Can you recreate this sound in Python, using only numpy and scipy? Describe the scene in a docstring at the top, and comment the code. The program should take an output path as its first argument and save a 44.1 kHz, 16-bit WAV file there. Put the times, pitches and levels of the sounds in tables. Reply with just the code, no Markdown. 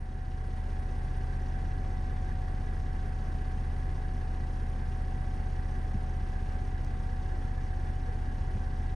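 """A throbbing exhaust fades in: a six-cylinder tow vehicle idling outdoors, heard beside its hitch.
Firing tones beat against a low drone. Valves patter on the block; combustion and fuel injection clatter
unevenly. Fan noise, a belt rasp, steady whines and a thin hiss run throughout.
Mostly late on come a few soft bumps, tiny metal ticks and one belt chirp."""
import sys
import numpy as np
from scipy import signal
from scipy.fft import rfft, irfft, next_fast_len
from scipy.io import wavfile

SR = 44100
rng = np.random.default_rng(int(sys.argv[2]) if len(sys.argv) > 2 else 0)


def dump_mix(stems):
    """Bounce the given channels to the path in sys.argv[1] as a 16-bit WAV at rate SR."""
    frames = np.atleast_2d(stems).T  # one column per channel
    limited = np.clip(frames, -1, 1)  # hard clip at full scale
    pcm = np.round(limited * 32767).astype(np.int16)
    wavfile.write(sys.argv[1], SR, pcm)


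N = 394694
T = np.arange(N) / SR
HZ = np.maximum(np.fft.rfftfreq(N, 1 / SR), 1)


def undb(db):
    """Decibels to gain."""
    return 10 ** (np.asarray(db) / 20)


def level(x, db):
    """Scale to an rms level."""
    return x * undb(db) / np.sqrt(np.mean(x ** 2))


def curve(rows):
    """Columns of a timed table, per sample."""
    s, *columns = np.transpose(rows)
    return [np.interp(T, s, c) for c in columns]


def spectrum(rows):
    """Columns of a frequency table, per bin."""
    hz, *columns = np.transpose(rows)
    return [np.interp(np.log(HZ), np.log(hz), c) for c in columns]


def resonance(hz, width_hz):
    """One resonance, gain 1 at its centre."""
    return 1 / (1 + 1j * (HZ ** 2 - hz ** 2) / (HZ * width_hz))


def shape(x, response):
    """Filter by a frequency response."""
    return irfft(rfft(x) * response, N)


def white():
    """White noise."""
    return rng.standard_normal(N)


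def walk(rate_hz):
    """Smooth random drift, rms 1."""
    size = next_fast_len(N)
    lowpass = np.exp(-(np.fft.rfftfreq(size, 1 / SR) / rate_hz) ** 2)
    return level(irfft(rfft(rng.standard_normal(size)) * lowpass, size)[:N], 0)


def pan(x, left_db):
    """Stereo pair with the left left_db above the right."""
    return x * undb(np.array([[left_db], [-left_db]]) / 2)


def bursts(cycles, decay_cycles, scatter_db, pattern_db=(0,)):
    """One noise burst per cycle, its strength set by a repeating pattern and by chance."""
    index = np.floor(cycles).astype(int)
    age = (cycles % 1) / decay_cycles
    strength_db = np.take(pattern_db, index, mode="wrap") + scatter_db * rng.uniform(-1, 1, N)[index]
    return white() * age * np.exp(-age) * undb(strength_db)


def reflections(strength, count=14):
    """Short echoes from tarmac, bumper and trailer ripple the midrange."""
    delays_s = rng.uniform(.001, .016, count)
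    echoes = np.zeros(N)
    echoes[(delays_s * SR).astype(int)] = rng.choice([-1, 1], count) / np.sqrt(count)
    return 1 + strength * rfft(echoes) * HZ / (HZ + 900) / (1 + HZ / 9000)


def exhaust(firings, firing_hz):
    """Tailpipe firing tones; a low drone slides in and out of step with them, so the idle throbs."""
    # Multiples of the firing rate; unequal banks and cylinders give the halves and thirds.
    orders = [1, 4 / 3, 1.5, 2, 7 / 3, 3, 3.5, 4, 13 / 3, 5, 7, 9]
    # Level of each order in dB re the firing tone.
    orders_db = [0, -27, -12, -14, -27.5, -15, -30.5, -13.5, -28, -20, -24.5, -28.5]
    firing_db, load_db_per_hz, waver_db_per_order = -33, 0.7, 0.2
    drone_db, drone_above_hz, drone_start_s = -4, 46.875, .0069
    uneven = firings + 0.0063 * walk(rate_hz=7.0)
    tones = 0
    for order, db in zip(orders, orders_db):
        waver_db = waver_db_per_order * (order - 0.5) * walk(rate_hz=2.5)
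        tones += undb(db + waver_db) * np.cos(2 * np.pi * order * uneven)
    drone = undb(drone_db) * np.cos(2 * np.pi * (firings + drone_above_hz * (T - drone_start_s)))
    load_db = load_db_per_hz * (firing_hz - firing_hz.mean())
    return np.sqrt(2) * undb(firing_db + load_db) * (tones + drone)


def valves(firings):
    """Two valves seat per firing: a clean tap and a short rattle ring the engine block."""
    # Each row: centre in Hz, width in Hz, gain in dB.
    block_modes = [(230, 97, 0.5), (364.2, 79, 0.5), (403, 27, -8), (533, 33, -6.5)]
    seatings = 2 * firings + 0.311
    tap_count = np.floor(seatings - .1)
    rattle = bursts(seatings, decay_cycles=0.092, scatter_db=1.5)
    taps = np.diff(tap_count, prepend=tap_count[0]) * undb(4.5 * walk(rate_hz=58))
    block = sum(undb(db) * resonance(hz, width_hz) ** 2 for hz, width_hz, db in block_modes)
    return level(shape(level(rattle, 0) + level(taps, -1.2), block), db=-58)


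def injection(firings):
    """Each cylinder gives a dull knock and a fuel pump clatter; an injector ticks between firings."""
    # Six unequal cylinders in firing order. Each row: combustion knock, clatter and tick gains in dB.
    cylinders = [(-0.5, -4.5, -15), (1, -1, -3), (3, -3.5, -2.5), (3, -0.5, -1.5), (-1, -3, -3.5),
                 (1.5, -0.5, -5)]
    knock_db, clatter_db, tick_db = np.transpose(cylinders)
    knock = bursts(firings + 0.11, decay_cycles=0.19, scatter_db=2.5, pattern_db=knock_db)
    clatter = bursts(firings + 0.2, decay_cycles=0.26, scatter_db=0.5, pattern_db=clatter_db)
    tick = bursts(firings - 0.56, decay_cycles=0.13, scatter_db=1.5, pattern_db=tick_db)
    head = resonance(1020, width_hz=750) ** 2 * reflections(strength=0.24)
    housing = resonance(4700, width_hz=3200) ** 2 + 1j * undb(4) * resonance(2850, width_hz=1540) ** 2
    housing *= reflections(strength=0.87) / (1 + (HZ / 8500) ** 6)
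    nozzle = resonance(5900, width_hz=1770) ** 2 * reflections(strength=1.0)
    return (level(shape(knock, head), db=-67)
            + level(shape(clatter, housing), db=-67.5)
            + level(shape(tick, nozzle), db=-76))


def fan():
    """Broad, slightly wavering air noise; alike in both ears in the bass, wider above."""
    # Each row: frequency in Hz, relative noise density in dB.
    air_spectrum = [(20, -21), (30, -4), (55, 2), (130, -2), (240, -8.5), (400, -11), (500, -18.5),
                    (620, -18), (840, -14.5), (1250, -25.5), (2100, -27.5), (3200, -35), (6300, -44.5),
                    (10000, -42), (11000, -83.5), (13000, -56.5)]
    # Each row: frequency in Hz, side minus mid in dB, left minus right in dB.
    stereo_image = [(63, -30, -1), (200, -10, 2), (385, -8.5, 0), (610, -6.5, 3), (1120, -2, 2.5),
                    (2250, -10.5, -0.5), (3080, -11.5, 1), (9000, -10.5, 0)]
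    colour = undb(spectrum(air_spectrum)[0]) * reflections(strength=0.28)
    width, balance = undb(spectrum(stereo_image))
    mid, side = shape(white(), colour), shape(white(), colour * width)
    ears = np.array([shape(mid + side, np.sqrt(balance)), shape(mid - side, 1 / np.sqrt(balance))])
    return level(ears, db=-44.5) * undb(.5 * walk(rate_hz=17))


def belt_rasp(firings):
    """A rasp from the right that swells with each engine cycle and each firing."""
    # Each row: centre in Hz, width in Hz, gain in dB, signed share reaching the left port.
    rasp_modes = [(1429, 240, -3, -0.54), (1559, 76, 4.5, -0.38), (1686, 165, 2.5, -0.06),
                  (1945, 220, -4, 0.37)]
    cycle_db = 1.5 * np.cos(2 * np.pi * (firings / 6 + 0.039))
    firing_db = 1.9 * np.cos(2 * np.pi * (firings + 0.12))
    swell = undb(cycle_db + firing_db + 0.23 * walk(rate_hz=50))
    rasp = 0
    for hz, width_hz, db, left_share in rasp_modes:
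        band = shape(white() * swell, undb(db) * resonance(hz, width_hz) ** 2)
        rasp += np.outer([left_share, 1], band)
    return level(rasp, db=-55)


def whines():
    """Tones of fans and pumps; the loudest holds its pitch, the faint ones wander."""
    # Each row: pitch in Hz, rms level in dB, left minus right in dB, rms wander in Hz.
    tones = [(202, -58.5, 4.5, 0.52), (241.2, -58.5, 2.5, 1.5), (477, -67.5, 2, 4), (535, -68.5, 10, 4.03),
             (749.9, -53.5, 7, 0.35), (831, -72, 11, 9), (1119, -73.5, 13, 8), (1162, -75.5, 6, 6.5),
             (1563, -72, 4, 3), (1965, -77, -3, 8)]
    out = 0
    for hz, db, left_db, wander_hz in tones:
        cycles = np.cumsum(hz + wander_hz * walk(rate_hz=11.94)) / SR
        amplitude = np.sqrt(2) * undb(db + .5 * walk(rate_hz=2))
        out += pan(amplitude * np.cos(2 * np.pi * cycles), left_db)
    return out


def hiss():
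    """A narrow, high hiss that wanders in pitch, comes and goes, and flutters."""
    # Each row: time in seconds, centre in Hz, level in dB before gain_db.
    track = [(0.0, 9150, -73), (0.07, 9160, -82), (1.11, 9200, -75), (1.86, 9400, -81), (3.74, 9300, -76),
             (4.46, 9150, -80.5), (4.56, 9280, -76.5), (7.58, 9340, -79.5), (8.58, 9420, -77),
             (8.9, 9300, -80)]
    gain_db = 1
    hz, db = curve(track)
    carrier = np.exp(2j * np.pi * np.cumsum(hz) / SR)
    band = np.real(carrier * (walk(rate_hz=250) + 1j * walk(rate_hz=250)))
    flutter = undb(1.6 * walk(rate_hz=38))
    return level(band * flutter, gain_db) * undb(db)


def bumps():
    """Soft bumps: a tone and one overtone swell and die together."""
    # Each row: start in seconds, tone peak in dB, pitch in Hz, swell in seconds, overtone gain in dB.
    events = [(3.036, -49, 399, .011, -8), (5.9432, -25, 111, .006, -4), (6.016, -48, 385, .0089, -8),
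              (8.078, -48, 480, .009, -8), (8.379, -31, 88, .0073, -10), (8.4093, -29.5, 66, .011, -12),
              (8.481, -34, 55, .006, -8), (8.544, -27, 108, .0074, -9)]
    out = np.zeros(N)
    for start_s, db, hz, swell_s, overtone_db in events:
        age_s = np.maximum(T - start_s, 0)
        swell = age_s / swell_s * np.exp(1 - age_s / swell_s)
        phase = 2 * np.pi * hz * age_s
        out += undb(db) * swell * (np.sin(phase) + undb(overtone_db) * np.sin(1.8 * phase))
    return out


def metal_ticks(decay_s=0.0014):
    """Tiny noise strikes ring bright metal resonances."""
    # Each row: start in seconds, strike level in dB.
    events = [(6.320, -61), (6.523, -58), (6.847, -52)]
    # Each row: centre in Hz, width in Hz, gain in dB.
    metal_modes = [(5700, 900, 7), (6800, 800, 8), (8900, 1500, -2), (14700, 2200, -3)]
    strikes = sum(undb(db) * (T >= s) * np.exp(-np.abs(T - s) / decay_s) for s, db in events)
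    metal = sum(undb(db) * resonance(hz, width_hz) for hz, width_hz, db in metal_modes)
    return shape(white() * strikes, metal)


def belt_chirp(peak_s=7.59, hz=1725, db=-55.5, half_length_s=.011):
    """The belt chirps once, on the right."""
    envelope = undb(db) * np.exp(-((T - peak_s) / half_length_s) ** 2)
    return pan(envelope * np.sin(2 * np.pi * hz * T), left_db=-19)


def ports(x):
    """The two microphone ports are out of step, most of all in the treble."""
    # Each row: frequency in Hz, lead of the left port in radians.
    port_phase = [(80, 0), (220, .35), (350, .15), (600, .65), (750, -.3), (1150, .7), (1900, -.1),
                  (3200, .75), (5500, .25), (6800, .5), (7200, 1.5), (7750, 5.1), (8300, 6.15), (9300, 4.9),
                  (10300, 4), (13000, 5.2)]
    lead_rad, = spectrum(port_phase)
    return shape(x, np.exp(.5j * np.outer([1, -1], lead_rad)))


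def scene():
    """The idle hunts a little and times the engine sounds; all but the hiss fades in."""
    # Each row: time in seconds, firing rate in Hz.
    idle_speed = [(0.0, 31.23), (1.08, 31.3), (1.44, 31.77), (1.89, 31.1), (2.25, 31.47), (2.76, 31.31),
                  (3.21, 30.45), (3.53, 31.67), (4.27, 31.1), (5.26, 31.01), (5.62, 31.65), (6.31, 30.81),
                  (6.57, 31.37), (7.72, 31.1), (8.95, 31.26)]
    first_firing_s, fade_from_db, fade_s = .0258, -5, 1.16
    firing_hz, = curve(idle_speed)
    firings = np.cumsum(firing_hz) / SR - firing_hz[0] * first_firing_s
    machinery = fan() + belt_rasp(firings) + whines() + valves(firings) + injection(firings)
    vehicle = exhaust(firings, firing_hz) + machinery + bumps() + metal_ticks() + belt_chirp()
    fade = undb(fade_from_db * np.maximum(1 - T / fade_s, 0) ** 2)
    return ports(fade * vehicle + hiss())


def record(dry):
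    """Brief ramps at both ends and a steep cut of the top treble."""
    edge_s, top_hz = .008, 15700
    edges = np.clip(np.minimum(T, T[-1] - T) / edge_s, 0, 1)
    return signal.sosfilt(signal.ellip(8, .2, 70, top_hz, fs=SR, output="sos"), edges * dry)


dry = scene()
out = record(dry)
dump_mix(out)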